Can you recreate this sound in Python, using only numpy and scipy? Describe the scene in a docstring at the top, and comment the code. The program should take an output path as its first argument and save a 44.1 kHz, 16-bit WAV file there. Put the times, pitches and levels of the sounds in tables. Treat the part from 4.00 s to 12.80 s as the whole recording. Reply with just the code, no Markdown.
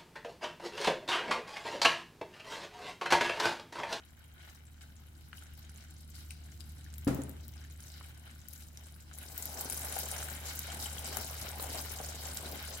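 """Sugar syrup simmers in a steel pot, crackling in swells as its bubbles burst and their cavities ring. Single
bubbles snap, ping and plop, and the air in the pot resonates. From five seconds on a wooden spoon stirs: the
syrup foams up, sizzles much louder and gurgles with each stroke. Near three seconds something knocks dully and
rattles as it settles; near four seconds comes a light knock. The hob hums underneath, in a small kitchen."""
import sys
import numpy as np
from scipy import signal
from scipy.io import wavfile

SR = 44100
rng = np.random.default_rng(int(sys.argv[2]) if len(sys.argv) > 2 else 0)


def waveform_to_disk(signal):
    """Save audio, clipped to [-1, 1], as 16-bit WAV at the path in sys.argv[1]."""
    frames = np.transpose(np.atleast_2d(signal))
    scaled = np.clip(frames, -1, 1) * 32767
    samples = np.round(scaled).astype(np.int16)
    wavfile.write(sys.argv[1], SR, samples)


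N = 388080
CUTOFF_HZ = 16000
# contacts of the knock and its rattle: (time [s], strength [dB], hardness [Hz])
CONTACTS = [(3.0694, -17, 400), (3.0833, -26, 2500), (3.110, -36, 1200), (3.188, -25.5, 415),
            (3.285, -41, 1500)]


def boil(gurgle_db, crackle_db, fizz_db, churn):
    """Bubble resonance: the smaller, the higher. Churning frees large bubbles and whips up the finest."""
    # steam hiss: (frequency [Hz], relative density [dB])
    steam_spectrum = [(2000, -16), (4500, 11), (7500, 3), (16000, 3.5)]
    busy = from_db(.45 * (fizz_db + 50))
    slosh = bubbles(170 * busy, 243, 540, cycles=3.7, spread_db=2.5, tilt_db=-1.5, wall_db=-12.5, count=3)
    big = bubbles(380 * busy, 562, 1120, cycles=9.3, spread_db=1.5, tilt_db=1, wall_db=-6.5, count=5)
    small = bubbles(1700 * busy, 1400, 3920, cycles=6.9, spread_db=3.5, tilt_db=2, wall_db=-1, count=11)
    fizz = bubbles(1400 * busy, 4930, 14340, cycles=14, spread_db=6.5, tilt_db=4, wall_db=1.5, count=11)
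    fizz = fizz + 0.63 * (churn - .45) * highpass(fizz, 10000, order=1)
    steam = banded_noise(steam_spectrum, flicker_db=3.5) * from_db(-4.5 + 2 * drift(36))
    gurgle = slosh * from_db(gurgle_db - 20 + 11.5 * churn) + big * from_db(gurgle_db - 14 + 8.06 * churn)
    crackle = small * from_db(crackle_db - 3 - 3 * churn)
    return gurgle + crackle + (fizz * from_db(1.35) + steam) * from_db(fizz_db)


def bubbles(per_s, low_hz, high_hz, cycles, spread_db, tilt_db, wall_db, count):
    """Damped oscillators: bubbles burst in random clumps and ring at one of count pitches; rms 1."""
    clumping = from_db(4 * drift(25))
    born = np.flatnonzero(rng.random(N) < per_s * clumping / SR)
    sizes = from_db(spread_db * np.minimum(rng.exponential(1, len(born)), 4))
    sizes *= rng.choice([-1, 1], len(born))
    sizes /= np.sqrt(per_s[born])   # the same power comes from a few bubbles or from many
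    pitch_index = rng.integers(0, count, len(born))
    ear_lag = np.round(SR * rng.normal(.0001, .00016, len(born))).astype(int)
    right_at = np.clip(born + ear_lag, 0, N - 1)
    sides = panned(rng.normal(0, 4.0, len(born)))
    out = np.zeros((2, N))
    for k, hz in enumerate(np.geomspace(low_hz, high_hz, count)):
        clicks, mine = np.zeros((2, N)), pitch_index == k
        clicks[0, born[mine]], clicks[1, right_at[mine]] = (sizes * sides)[:, mine]
        tilt = from_db(tilt_db * np.log2(hz / low_hz))
        out += ring(wall_scatter(clicks, wall_db, t60=0.047), hz, cycles / hz) * tilt
    return rms_one(highpass(out, 0.79 * low_hz))


def vigour():
    """Amplitude modulation: clusters and spoon strokes lift the gurgle, crackle and fizz levels [dB]."""
    # the simmer, foaming up once stirred: (time [s], bubbling level [dB], fizz level [dB])
    simmer = [(0, -66, -70.5), (0.7, -70.5, -70), (1.75, -68.5, -67.5), (2.05, -72.5, -67),
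              (2.5, -68, -63.5), (2.9, -66.5, -67.5), (4.0, -67.5, -65.5), (5.05, -68.5, -67.5),
              (5.22, -57, -55), (5.5, -53, -48), (5.95, -48, -46), (6.38, -52.5, -50.5), (7.4, -51, -50.5),
              (8.8, -51.5, -52.5)]
    # bubbles bursting together: (time [s], length [s], bubbling lift [dB], fizz lift [dB])
    clusters = [(0.36, 0.16, 8.5, 5), (0.795, 0.055, 8, 8), (0.961, .18, 1, 1), (1.33, .1, 4.5, 5.5),
                (1.555, 0.083, 4, 6), (1.74, 0.12, 5, 3), (2.126, 0.099, 5.5, 8), (3.518, 0.16, 2.5, 1),
                (3.779, .29, 4, 6), (4.242, 0.045, 9.5, 3), (4.487, 0.15, 2, 7), (4.75, 0.17, 4.5, 4),
                (6.785, .06, 0, 4.5)]
    # spoon strokes, each pushing bubbles to the surface: (time [s], length [s], gurgle lift [dB])
    strokes = [(5.538, .13, 4.5), (5.95, 0.08, 2.5), (6.09, 0.15, 4), (6.429, 0.081, 5.5),
               (6.659, 0.19, 4.5), (6.99, .25, 4), (7.39, 0.085, 2), (7.584, 0.056, 5.5),
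               (7.684, .085, 7.5), (7.97, 0.086, 4), (8.2, 0.099, 3), (8.41, .14, 3.5)]
    bubbling_db, fizz_db = in_time(simmer)
    for s, length_s, bubbling_lift_db, fizz_lift_db in clusters:
        shape = swell(s, length_s, attack_s=.02, release_s=.035)
        bubbling_db += bubbling_lift_db * shape
        fizz_db += fizz_lift_db * shape
    stroke_db = sum(lift_db * swell(s, length_s, attack_s=.035, release_s=.04)
                    for s, length_s, lift_db in strokes)
    return bubbling_db + stroke_db, bubbling_db + 0.64 * stroke_db, fizz_db + .45 * stroke_db


def single_bubbles(crackle_db, fizz_db, churn):
    """Pitch falls as a cavity grows: small bubbles snap, middling ones ping and large ones plop."""
    # the loudest small bubbles: (time [s], relative level [dB], pitch [Hz], left over right [dB])
    loud_snaps = [(2.3064, -35.5, 8900, 2), (2.6052, -42.5, 4826, 10), (2.9387, -42.5, 7260, 0),
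                  (2.981, -32, 13240, 9), (3.0459, -37, 10770, 5), (3.1457, -32, 15200, 7),
                  (3.2175, -38.5, 6950, -3), (3.235, -36, 9800, 5), (3.2933, -31.5, 13700, 8),
                  (3.48, -35, 15200, 8), (4.4844, -37, 13990, 18), (4.534, -35.5, 12210, 15),
                  (4.7722, -38, 5800, -2), (5.1373, -41, 7010, 4), (5.1847, -35.5, 10810, 16),
                  (5.3776, -24.5, 14480, 7), (5.4238, -29, 7500, 7), (5.455, -24, 12520, 4),
                  (5.609, -23, 12520, 4), (5.6984, -24, 9700, 5), (5.724, -24, 9553, 5),
                  (5.924, -26, 9700, 8), (5.9874, -20, 12420, 6), (6.114, -25, 9205, 5),
                  (6.5575, -29, 14720, 8), (6.591, -22, 11670, 4), (7.1693, -22, 11490, 11),
                  (7.6252, -26, 14310, 10), (8.3708, -27, 7704, -9)]
    # middling bubbles: (time [s], relative level [dB], pitch [Hz])
    middling = [(1.38, -50, 3000), (1.421, -52, 1510), (2.306, -42.5, 2493), (2.862, -55.5, 1710),
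                (3.647, -50, 1800), (6.7, -37.5, 3070), (6.8574, -37, 3070), (6.98, -37, 3216),
                (7.596, -35, 4230), (8.4584, -38, 4094)]
    # large bubbles, and near four seconds a light knock: (time [s], relative level [dB], pitch [Hz], left over
    # right [dB])
    large = [(1.329, -37, 1700, 6), (4.0094, -43, 1150, 2.5), (5.112, -43.5, 1421, 6), (5.965, -29, 720, 7),
             (6.226, -31, 1400, 7), (6.285, -34, 1593, 5), (7.169, -30, 780, 7), (7.596, -33, 480, -2),
             (8.0, -33.5, 560, 1)]
    weak_snaps = stray_bubbles(fizz_db, 5610, 15000, above_db=8.5, range_db=7.5, count=170)
    weak_cracks = stray_bubbles(crackle_db + 2 * churn, 1600, 5500, above_db=1, range_db=4.5, count=170)
    middling_left = [(*row, 7) for row in middling]   # 7 dB louder on the left
    snaps = bursts([*loud_snaps, *weak_snaps], cycles=1.71, gain_db=0.5, crack_db=-5, wall_db=-3)
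    pings = bursts(middling_left, cycles=1.7, gain_db=-3, crack_db=-8.5, wall_db=-1.5)
    cracks = bursts(weak_cracks, cycles=0.55, gain_db=0, crack_db=-1, wall_db=-1.5)
    plops = bursts(large, cycles=0.64, gain_db=-6, crack_db=-4, wall_db=-2)
    return snaps + pings + cracks + plops


def stray_bubbles(level_db, low_hz, high_hz, above_db, range_db, count):
    """A random point process: weaker bubbles of any time, pitch and place follow the boil's level."""
    when, size, pitch, place = rng.random((count, 4)).T
    s = when * (N / SR - .1)
    peak_db = level_db[(s * SR).astype(int)] + above_db + range_db * size
    return zip(s, peak_db, low_hz + (high_hz - low_hz) * pitch, 14 * place - 3.5)


def bursts(events, cycles, gain_db, crack_db, wall_db):
    """Transient excitation: a film tears with a crack, its cavity rings and the wall reflects it."""
    out, t = np.zeros((2, N)), np.arange(SR // 20) / SR
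    for s, level_db, hz, pan_db in events:
        age = t * hz / cycles   # the envelope peaks at age 1
        band = signal.butter(2, [hz / 2, min(2.14 * hz, CUTOFF_HZ)], "band", fs=SR, output="sos")
        crack = from_db(crack_db) * rms_one(signal.sosfilt(band, rng.standard_normal((2, len(t)))))
        burst = age * np.exp(1 - age) * (np.sin(2 * np.pi * hz * t) + crack)
        burst = burst + from_db(wall_db) * echoes(burst, t60=.035, delay_s=0.00054, low_hz=490)
        at = round((s + .001) * SR)
        out[:, at:at + len(t)] += burst * from_db(level_db + gain_db) * panned(pan_db)
    return out


def wall_scatter(clicks, wall_db, t60):
    """Scattering: the steel wall answers each burst with a short spray of reflections."""
    r = np.exp(-2 * np.log(1000) / (t60 * SR))
    energy = signal.lfilter([0, 1 - r], [1, -r], clicks ** 2 + 1e-18)
    spray = rng.standard_normal(clicks.shape, dtype=np.float32)
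    return clicks + from_db(wall_db) * np.sqrt(energy) * spray


def pot(x, foam, churn):
    """Cavity resonance: churning and foam weaken the pot's air modes; foam absorbs the upper middle."""
    # air modes of the pot: (frequency [Hz], bandwidth [Hz], undamped boost [dB])
    air_modes = [(225, 24, 5.5), (473, 150, 2.5), (768, 144, 8), (1487, 223, 9.5), (2140, 260, 6.5),
                 (3043, 350, 8), (3825, 200, 8), (7540, 440, 3)]
    out = x - 0.5 * foam * signal.lfilter(*signal.iirpeak(3500, 1, fs=SR), x)
    liveliness = 1 - 0.12 * foam - 0.4 * churn
    for hz, width_hz, boost_db in air_modes:
        b, a = signal.iirpeak(hz, hz / width_hz, fs=SR)
        out = out + (from_db(boost_db) - 1) * liveliness * signal.lfilter(b, a, x)
    return out


def knock():
    """Modal vibration: a soft blow and its harder rattle ring a body; the kitchen adds a dull wash."""
    # modes of the struck body: (frequency [Hz], relative level [dB], t60 [s])
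    modes = [(132, -12, 0.59), (227.6, -19.5, 0.48), (273.5, 0, 0.24), (284.5, -7.5, 0.18),
             (530, -6.5, 0.14), (802, -11, 0.11), (1255, -11, 0.081), (1370, -10, 0.075), (1660, -15, 0.12)]
    # the knock's wash in the kitchen: (frequency [Hz], relative density [dB])
    wash_spectrum = [(60, -7.5), (135, -6), (260, -5), (390, -11.5), (600, -14), (1000, -23.5), (1500, -25),
                     (3000, -38.5)]
    force, t = np.zeros(N), np.arange(N) / SR
    for s, strength_db, hard_hz in CONTACTS:
        age = np.clip(2 * np.pi * hard_hz * (t - s), 0, 20)
        contact = age * np.exp(-age) * (age < 20)
        force += from_db(strength_db) * contact / contact.sum()
    body = sum(from_db(level_db) * ring(force, hz, t60) for hz, level_db, t60 in modes)
    body = highpass(body, 95)   # the knock carries little deep bass
    since = np.maximum(t - CONTACTS[0][0], 0)
    wash = banded_noise(wash_spectrum) * (1 - np.exp(-since / 0.0009)) * from_db(-30.5 - 91 * since)
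    return (from_db(-3) * body + wash) * panned(2.14)


def clatter():
    """A brief impact has a broad spectrum: the knock's hardest contact adds a short bright spray."""
    # the spray: (frequency [Hz], relative density [dB])
    spectrum = [(1500, -5), (3000, -6), (8000, -4), (15000, -11)]
    start_s = max(CONTACTS, key=lambda row: row[2])[0] - .008
    since = np.maximum(np.arange(N) / SR - start_s, 0)
    rise = 1 - np.exp(-since / 0.00069)
    fall = from_db(-47.5 - 120 * since)
    crack = 1 + from_db(5) * np.exp(-since / 0.011)   # the first instant stands out
    return banded_noise(spectrum) * rise * fall * crack


def hob():
    """A harmonic series: the hob's low hum wavers, over a rumble that partly follows its strength."""
    # strength of the hum: (time [s], level [dB])
    strength = [(0.0, -58), (1.2, -53.5), (2.9, -47), (3.5, -48), (4.2, -53), (5.3, -51), (6.0, -47),
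                (7.8, -45.5), (8.8, -48)]
    # its harmonics: (multiple [1], relative level [dB])
    harmonics = [(1, 1.5), (2, -12.5), (3, -20)]
    # the hob's rumble: (frequency [Hz], relative density [dB])
    rumble_spectrum = [(25, -15), (50, -5.5), (75, -3.5), (105, -3), (135, -15.5), (185, -15.5),
                       (240, -8.5), (340, -24.5), (600, -43)]
    hum_hz = 75.28
    hum_db, = in_time(strength)
    phase = 2 * np.pi * np.cumsum(hum_hz * (1 + 0.0034 * drift(2.05))) / SR
    hum = sum(from_db(level_db + 1.04 * drift(11.5)) * np.sqrt(2) * np.sin(k * phase)
              for k, level_db in harmonics)
    rumble = from_db(-58 + 0.59 * (hum_db + 50.5)) * banded_noise(rumble_spectrum)
    return from_db(hum_db - 2.4) * hum + rumble


def echoes(x, t60, delay_s, low_hz):
    """Reverberation: dense reflections above low_hz die away exponentially, different at each ear."""
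    t = np.arange(int(t60 * SR)) / SR
    tail = rng.standard_normal((2, len(t))) * np.exp(-np.log(1000) * t / t60) * (t > delay_s)
    tail /= np.sqrt(np.sum(tail ** 2, axis=1, keepdims=True))
    return signal.fftconvolve(x, highpass(tail, low_hz), axes=1)[:, :x.shape[1]]


def room_air():
    """Ambient noise: a faint steady floor, strongest in the bass."""
    # the still room: (frequency [Hz], relative density [dB])
    spectrum = [(100, 8), (250, 8), (450, -2.5), (1500, -3.5), (4000, -15), (16000, -13.5)]
    return from_db(-68.5) * banded_noise(spectrum)


def banded_noise(spectrum, flicker_db=0):
    """A diffuse field: half-octave noise bands, alike at both ears only in the bass; rms 1."""
    # likeness of left and right: (frequency [Hz], coherence [0-1])
    coherence = [(60, 0.86), (250, 0.6), (500, 0.14), (1000, 0), (2000, 0)]
    edges = 22 * 2 ** np.arange(0, 9.6, .5)
    out, white = 0, rng.standard_normal((2, 2, N))
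    for k, (low, high) in enumerate(zip(edges, edges[1:])):
        if high < spectrum[0][0] or low > spectrum[-1][0]:
            continue
        hz = np.sqrt(low * high)
        band = signal.butter(2, [low, high], "band", fs=SR, output="sos")
        mid, side = signal.sosfilt(band, white[k % 2])
        alike = at_hz(coherence, hz)
        gain = from_db(at_hz(spectrum, hz) + (flicker_db * drift(10) if flicker_db else 0))
        out = out + gain * (np.sqrt(1 + alike) * mid + np.sqrt(1 - alike) * side * [[1], [-1]])
    return rms_one(out)


def ring(clicks, hz, t60):
    """A damped resonator: a unit click starts a decaying sine of height 1."""
    r, w = np.exp(-np.log(1000) / (t60 * SR)), 2 * np.pi * hz / SR
    return signal.lfilter([0, np.sin(w)], [1, -2 * r * np.cos(w), r * r], clicks + 1e-18)


def swell(start_s, length_s, attack_s, release_s):
    """An envelope: linear rise to 1, hold, exponential decay."""
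    age = np.arange(N) / SR - start_s
    return np.clip(age / attack_s, 0, 1) * np.exp(-np.maximum(age - length_s, 0) / release_s)


def drift(rate_hz):
    """Low-passed noise: a slow random wander of rms 1."""
    r = np.exp(-80 * np.pi * rate_hz / SR)   # one step every 40 samples
    slow = signal.lfilter([1], [1, -2 * r, r * r], rng.standard_normal(N // 40 + 2002))[2000:]
    return np.interp(np.arange(N) / 40, np.arange(len(slow)), rms_one(slow))


def highpass(x, hz, order=2):
    """Attenuation below hz."""
    return signal.sosfilt(signal.butter(order, hz, "high", fs=SR, output="sos"), x)


def in_time(rows):
    """Linear interpolation of each column at every sample."""
    s, *columns = np.transpose(rows)
    return [np.interp(np.arange(N) / SR, s, c) for c in columns]


def at_hz(points, hz):
    """Interpolation on a log-frequency axis."""
    frequencies, values = np.transpose(points)
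    return np.interp(np.log(hz), np.log(frequencies), values)


def panned(pan_db):
    """Left and right gains for an interaural level difference."""
    return from_db(np.array([[1], [-1]]) * pan_db / 2)


def from_db(db):
    """Decibels to gain."""
    return 10 ** (np.asarray(db) / 20)


def rms_one(x):
    """Normalisation to rms 1."""
    return x / np.sqrt(np.mean(x ** 2) + 1e-20)


def scene():
    """Superposition: the pot, a little to the left, sounds with the knock, the hob and the kitchen."""
    # state of the syrup, which the spoon churns and whips up: (time [s], churning [0-1], foam [0-1])
    syrup_state = [(0, 0, 0.87), (2.0, 0.18, 0), (4.4, 0.26, 0.38), (5.1, 0.52, 0.6), (5.5, 1, 0.99),
                   (6.5, 0.61, 0.4), (7.6, 0.98, 0.2), (8.8, 0.89, 0.1)]
    churn, foam = in_time(syrup_state)
    gurgle_db, crackle_db, fizz_db = vigour()
    singles = single_bubbles(crackle_db, fizz_db, churn)
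    boiling = boil(gurgle_db, crackle_db, fizz_db, churn) * panned(2.3)
    syrup = pot(boiling + singles, foam, churn)
    kitchen = from_db(-9.5) * echoes(syrup, t60=.35, delay_s=0.0047, low_hz=200)
    return syrup + kitchen + knock() + clatter() + hob() + room_air()


def record(dry):
    """Band limiting: a steep low-pass cuts the highest treble."""
    return signal.sosfilt(signal.ellip(10, .1, 80, CUTOFF_HZ, fs=SR, output="sos"), dry)


dry = scene()
out = record(dry)
waveform_to_disk(out)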